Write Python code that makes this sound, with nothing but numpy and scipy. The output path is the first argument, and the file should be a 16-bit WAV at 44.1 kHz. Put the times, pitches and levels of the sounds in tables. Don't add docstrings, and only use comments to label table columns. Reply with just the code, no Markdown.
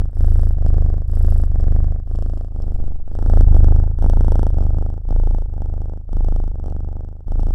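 import sys
import numpy as np
from scipy import signal
from scipy.fft import rfft, irfft
from scipy.io import wavfile
from scipy.ndimage import uniform_filter1d

SR = 44100
rng = np.random.default_rng(int(sys.argv[2]) if len(sys.argv) > 2 else 0)


def dump_mix(stems):
    frames = np.atleast_2d(stems).T
    limited = np.clip(frames, -1, 1)
    pcm = np.round(limited * 32767).astype(np.int16)
    wavfile.write(sys.argv[1], SR, pcm)


N = 332514
TIME = np.arange(N) / SR


def undb(db):
    return 10 ** (np.asarray(db) / 20)


def unit(x):
    return x / np.sqrt(np.mean(x ** 2))


def impulses(times, sizes):
    out = np.zeros(N)
    np.add.at(out, np.clip((times * SR).astype(int), 0, N - 1), sizes)
    return out


def colour(x, points, pitch=1, size=4096):
    hz, db = np.transpose(points)
    grid = np.maximum(np.arange(size // 2 + 1) * SR / size, 1)
    outline_db = np.interp(np.log(grid), np.log(hz * pitch), db)
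    cepstrum = irfft(np.log(undb(outline_db)))
    cepstrum[1:size // 2] *= 2
    cepstrum[size // 2 + 1:] = 0
    return signal.fftconvolve(x, irfft(np.exp(rfft(cepstrum))))[:len(x)]


def resonate(x, modes, pitch=1):
    out = 0
    for hz, half_width, db in modes:
        b, a = signal.iirpeak(hz * np.sqrt(pitch), hz / (2 * half_width), fs=SR)
        out = out + undb(db) * signal.lfilter(b, a, signal.lfilter(b, a, x))
    return out


# t/s, direction (+1 in, -1 out), flutter cycles,
# airway pitch ratio, quickening/Hz, attack/s, rise/dB, fade/dB, rumble/dB, throb (its overtones)/dB,
# snap/dB, swell skew/rad, rustle/dB, hiss/dB, pharynx/dB; the last three add to the snap column
BREATH_CYCLE = [ (-.386, -1, 13, 0.92, -0.5, 0.11, 5, 15.5, -7, -14.5, -32, 0.67, -42, -45, -23),
                (0.109, 1, 12, 0.93, 0.3, 0.12, 23, 4.5, -10, -17.5, -40.5, 0.27, -6.5, -20.5, -20),
                (0.5603, -1, 13, 0.86, 0.1, 0.15, 6.5, 12, -11, -17, -37, .87, -16, -47.5, -24.5),
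                (1.075, 1, 11, 0.92, -1.15, 0.18, 7.5, 4.5, -10.5, -17.5, -39.5, 0.13, -5, -20, -20.5),
                (1.491, -1, 14, 0.87, 2.5, 0.22, 3.5, 15.5, -11.5, -18, -37.5, 0.9, -15, -45, -22.5),
                (2.053, 1, 12, 0.88, 0.36, 0.097, 8.5, 9, -16.5, -26, -40, .28, -12, -34.5, -28.5),
                (2.4983, -1, 14, 0.93, -0.3, .13, 7.5, 12.5, -18.5, -26, -43, 0.78, -10, -34.5, -55),
                (3.056, 1, 11, .97, 0, 0.37, 26, 10, -5.5, -14.5, -29, 0.74, -11.5, -39.5, -23.5),
                (3.461, -1, 13, 0.97, 2.5, 0.076, 0.5, 15, -6.5, -12.5, -33, 1, -15, -48, -27),
                (3.9658, 1, 15, 1.018, -0.2, 0.081, 9.5, 4.5, -9.5, -19, -32, 0.32, -15, -41, -38.5),
                (4.519, -1, 13, 0.95, 2.5, 0.061, 2, 15, -13.5, -19, -36.5, .83, -15, -43, -38),
                (5.031, 1, 12, 0.98, -1, .13, 13, 9.5, -11.3, -24.5, -37.5, 1.5, -16, -39, -47),
                (5.4742, -1, 15, 0.97, 1, 0.19, 4, 14, -19.5, -25.5, -43.5, 0.98, -16, -38.5, -42),
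                (6.068, 1, 12, 0.97, 0.3, 0.12, 14.5, 7, -13, -25, -38, 1.6, -16, -48, -55),
                (6.531, -1, 18, 0.96, 2.15, 0.17, 2.5, 16, -22, -26.5, -43.5, 1, -18, -49, -39.5),
                (7.26, 1, 12, 0.96, -0.5, 0.13, 7, 10, -14, -27, -38, 1.2, -14.5, -39, -43)]


def purr(end_s=7.7105, muscle_s=0.014):
    breaths = np.array(BREATH_CYCLE)
    turns = np.append(breaths[:, 0], end_s)
    current = np.searchsorted(turns, TIME, "right") - 1
    (start, direction, cycles, _, quickening_hz, attack_s, rise_db, fade_db,
     rumble_db, throb_db, snap_db, skew, rustle_db, hiss_db, pharynx_db) = breaths[current].T
    age, length = TIME - start, np.diff(turns)[current]
    phase = flutter(age, length, cycles, quickening_hz)
    muscle = int(muscle_s * SR)
    rising_db, fading_db = uniform_filter1d(effort(age, length, attack_s, rise_db, fade_db), muscle)
    rumble_db, throb_db, snap_db = uniform_filter1d([rumble_db, throb_db, snap_db], muscle)
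    push_db, slack = rising_db + fading_db, slackness(turns)
    rumble_db += push_db
    throb_db += 0.99 * push_db + 0.5 * slack
    fade_share = np.where(direction > 0, 0.18, 0.86)
    snap_db += 0.64 * rising_db + fade_share * fading_db - 8.5 * slack
    return (rumble(phase, direction, skew, rumble_db, throb_db)
            + snaps(phase, direction, snap_db, pharynx_db)
            + airflow(phase, snap_db + rustle_db, snap_db + hiss_db))


def flutter(age, length, cycles, quickening_hz, start_phase=0.4):
    steady = cycles * age / length
    glide = quickening_hz * age * (age - length) / (2 * length)
    return np.unwrap(steady + glide, period=1) + start_phase


def effort(age, length, attack_s, rise_db, fade_db):
    rising = np.clip(1 - age / attack_s, 0, 1) ** 1.6
    fading = np.clip((age - attack_s) / (length - attack_s), 0, 1) ** 2.59
    return -rise_db * rising, -fade_db * fading


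def slackness(turns, lead_s=0.006, width_s=0.034):
    return sum(np.exp(-((TIME - turn + lead_s) / width_s) ** 2) for turn in turns)


def airway(x, shape, table, tail=2048):
    out = np.zeros(N + tail)
    edges = [0] + [int(breath[0] * SR) for breath in BREATH_CYCLE[1:]] + [N]
    for a, b, breath in zip(edges, edges[1:], BREATH_CYCLE):
        out[a:b + tail] += shape(np.pad(x[a:b], (0, tail)), table, pitch=breath[3])
    return out[:N]


INHALE_HARMONICS = [3, -5, -7, -21.5, -22, -33.5]
EXHALE_HARMONICS = [1, -6, -6, -17.5, -16, -25.5]


def rumble(phase, direction, skew, rumble_db, throb_db, crest=0.695, wobble=0.034, turn_s=0.013):
    cycles = np.arange(int(phase[-1]) + 2)
    jitter, shimmer = (np.interp(phase, cycles, c) for c in rng.standard_normal((len(cycles), 2)).T)
    angle = 2 * np.pi * (phase - crest + wobble * jitter)
    turn = int(turn_s * SR)
    inward, skew = uniform_filter1d(uniform_filter1d([(direction > 0) * 1., skew], turn), turn // 2)
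    out = 0
    for share, harmonics in ((inward, INHALE_HARMONICS), (inward - 1, EXHALE_HARMONICS)):
        waves = [undb(db) * np.cos(k * angle - skew) for k, db in enumerate(harmonics, 1)]
        swell = undb(rumble_db) * unit(sum(waves[:2]))
        throb = undb(throb_db + 0.6 * shimmer) * unit(sum(waves[2:]))
        out = out + share * (swell + throb)
    return out


# f/Hz, level/dB
THROAT_RESPONSE = [(50, 11.5), (140, 7), (260, 5.5), (420, 0), (640, -2.5), (860, -4), (950, -11),
                   (1060, -21.5), (1320, -17.5), (1800, -30), (2300, -39.5), (3500, -76.5)]
# f/Hz, half-bandwidth of a stage/Hz, level/dB
HEAD_MODES = [(3300, 620, -35), (4410, 270, -36), (5590, 550, -32.5), (8020, 1330, -38), (11450, 1500, -47)]
PHARYNX_MODES = [(1693, 324, -2.5)]


def snaps(phase, direction, snap_db, pharynx_db, gain_db=48.5, shut_s=0.014, peel_s=0.0011):
    at = np.flatnonzero(np.diff(np.floor(phase)))
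    force, treble, shut_jitter, knock, open_jitter, peel_lag = rng.standard_normal((len(at), 6)).T
    when = at / SR + 0.0004 * open_jitter
    size = direction[at] * undb(snap_db[at] + gain_db + 2 * force)
    inward = direction[at] > 0
    bright_db = np.where(inward, 0.5, -2.26) + 2.1 * treble
    knock_db = np.where(inward, -16, -5.5) + 2 * knock
    closing = impulses(when - shut_s + 0.0011 * shut_jitter, size * undb(knock_db))
    closing = signal.sosfilt(signal.butter(2, [170, 950], "band", fs=SR, output="sos"), closing)
    opening = impulses(when, size)
    peel = impulses(when + peel_s * (0.44 + np.abs(peel_lag)), size * undb(-11))
    throat = airway(closing + opening + peel, colour, THROAT_RESPONSE)
    head = airway(impulses(when, size * undb(bright_db)), resonate, HEAD_MODES)
    pharynx = resonate(opening * undb(pharynx_db), PHARYNX_MODES)
    return throat + head + pharynx


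def gate(phase, centre, width):
    distance = (phase - centre + .5) % 1 - .5
    return np.exp(-.5 * (distance / width) ** 2)


# f/Hz, level/dB
RUSTLE_SPECTRUM = [(80, -31.5), (180, 7.5), (400, 1), (750, -12), (1050, -19), (1350, -18.5), (2100, -36.5),
                   (3200, -32.5), (4200, -34.5), (5500, -30), (6600, -45), (8000, -30.5), (9800, -49),
                   (15000, -41.5)]
# f/Hz, half-bandwidth of a stage/Hz, level/dB
NOSTRIL_MODES = [(2900, 220, -7), (4270, 220, -15.5), (5200, 540, -5.5), (8330, 240, 2), (11430, 1300, -3)]


def airflow(phase, rustle_db, hiss_db, rustle_gain_db=3):
    flow = gate(phase, centre=0.26, width=0.25) + gate(phase, centre=0.5, width=0.032)
    jet = 0.22 * gate(phase, centre=0.14, width=0.076) + gate(phase, centre=0.5, width=0.045)
    rustle = unit(airway(flow * rng.standard_normal(N), colour, RUSTLE_SPECTRUM))
    hiss = unit(airway(jet * rng.standard_normal(N), resonate, NOSTRIL_MODES))
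    return undb(rustle_db + rustle_gain_db) * rustle + undb(hiss_db) * hiss


# t/s, peak level/dB
SWAY_ENVELOPE = [(0, -46), (2.5, -42), (2.8, -10), (3.0, -16), (3.4, -22), (3.7, -40), (7.54, -46)]


def microphone_sway(hz=9.5, smooth_s=0.15):
    level_db = np.interp(TIME, *np.transpose(SWAY_ENVELOPE))
    swell = uniform_filter1d(undb(level_db), round(smooth_s * SR))
    return swell * np.sin(2 * np.pi * (hz * TIME + rng.random()))


# f/Hz, level/dB
ROOM_SPECTRUM = [(20, -14.5), (100, -2.5), (300, -19.5), (900, -39.5), (2200, -52.5), (15000, -55)]


def room(rms_db=-59):
    return undb(rms_db) * unit(colour(rng.standard_normal(N), ROOM_SPECTRUM))


# t/s, level/dB, relative treble level/dB, gurgle f/Hz
WET_CLICKS = [(0.682, -28.5, 17, 510), (1.608, -21.5, 12.5, 330), (2.157, -23.5, 11.5, 607),
              (2.376, -24, 11, 635), (2.621, -31, 20, 700), (3.474, -19, -4, 600), (3.527, -23, -1, 340),
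              (3.546, -10.5, 2, 480), (3.562, -23, 4, 295), (3.573, -24.5, 17, 416), (4.043, -9, 0, 375),
              (4.322, -16, 3, 498), (4.607, -14, 2.5, 540), (4.637, -21, 7.5, 440), (5.107, -13, -2, 596),
              (6.66, -19, 4.5, 406), (6.699, -28.5, 13, 557), (7.402, -28.5, 17.5, 714),
              (7.486, -19, 2, 503)]


def mouth_clicks(gurgle_db=-7, gurgle_s=0.0004, crackle_s=0.0018):
    gurgle, crackle = np.zeros((2, N))
    for start, level_db, treble_db, hz in WET_CLICKS:
        i = int(start * SR)
        t = TIME[:min(SR // 20, N - i)]
        pocket = np.exp(-t / gurgle_s) * np.sin(2 * np.pi * hz * t)
        gurgle[i:i + len(t)] += undb(level_db + gurgle_db) * pocket
        burst = np.exp(-t / crackle_s) * rng.standard_normal(len(t))
        crackle[i:i + len(t)] += undb(level_db + treble_db) * burst / np.linalg.norm(burst)
    times, levels_db, _, _ = np.transpose(WET_CLICKS)
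    throat = airway(impulses(times, undb(levels_db)), colour, THROAT_RESPONSE)
    head = airway(crackle, resonate, HEAD_MODES)
    response_peak = np.abs(colour(signal.unit_impulse(SR // 10), THROAT_RESPONSE)).max()
    return gurgle + (throat + head) / response_peak


def scene():
    cat = purr() + mouth_clicks()
    return (cat + microphone_sway() + room())[None]


def record(dry, top_hz=16000):
    rounded = dry / (1 + dry ** 8) ** (1 / 8)
    return signal.sosfilt(signal.ellip(8, .2, 70, top_hz, fs=SR, output="sos"), rounded)


dry = scene()
out = record(dry)
dump_mix(out)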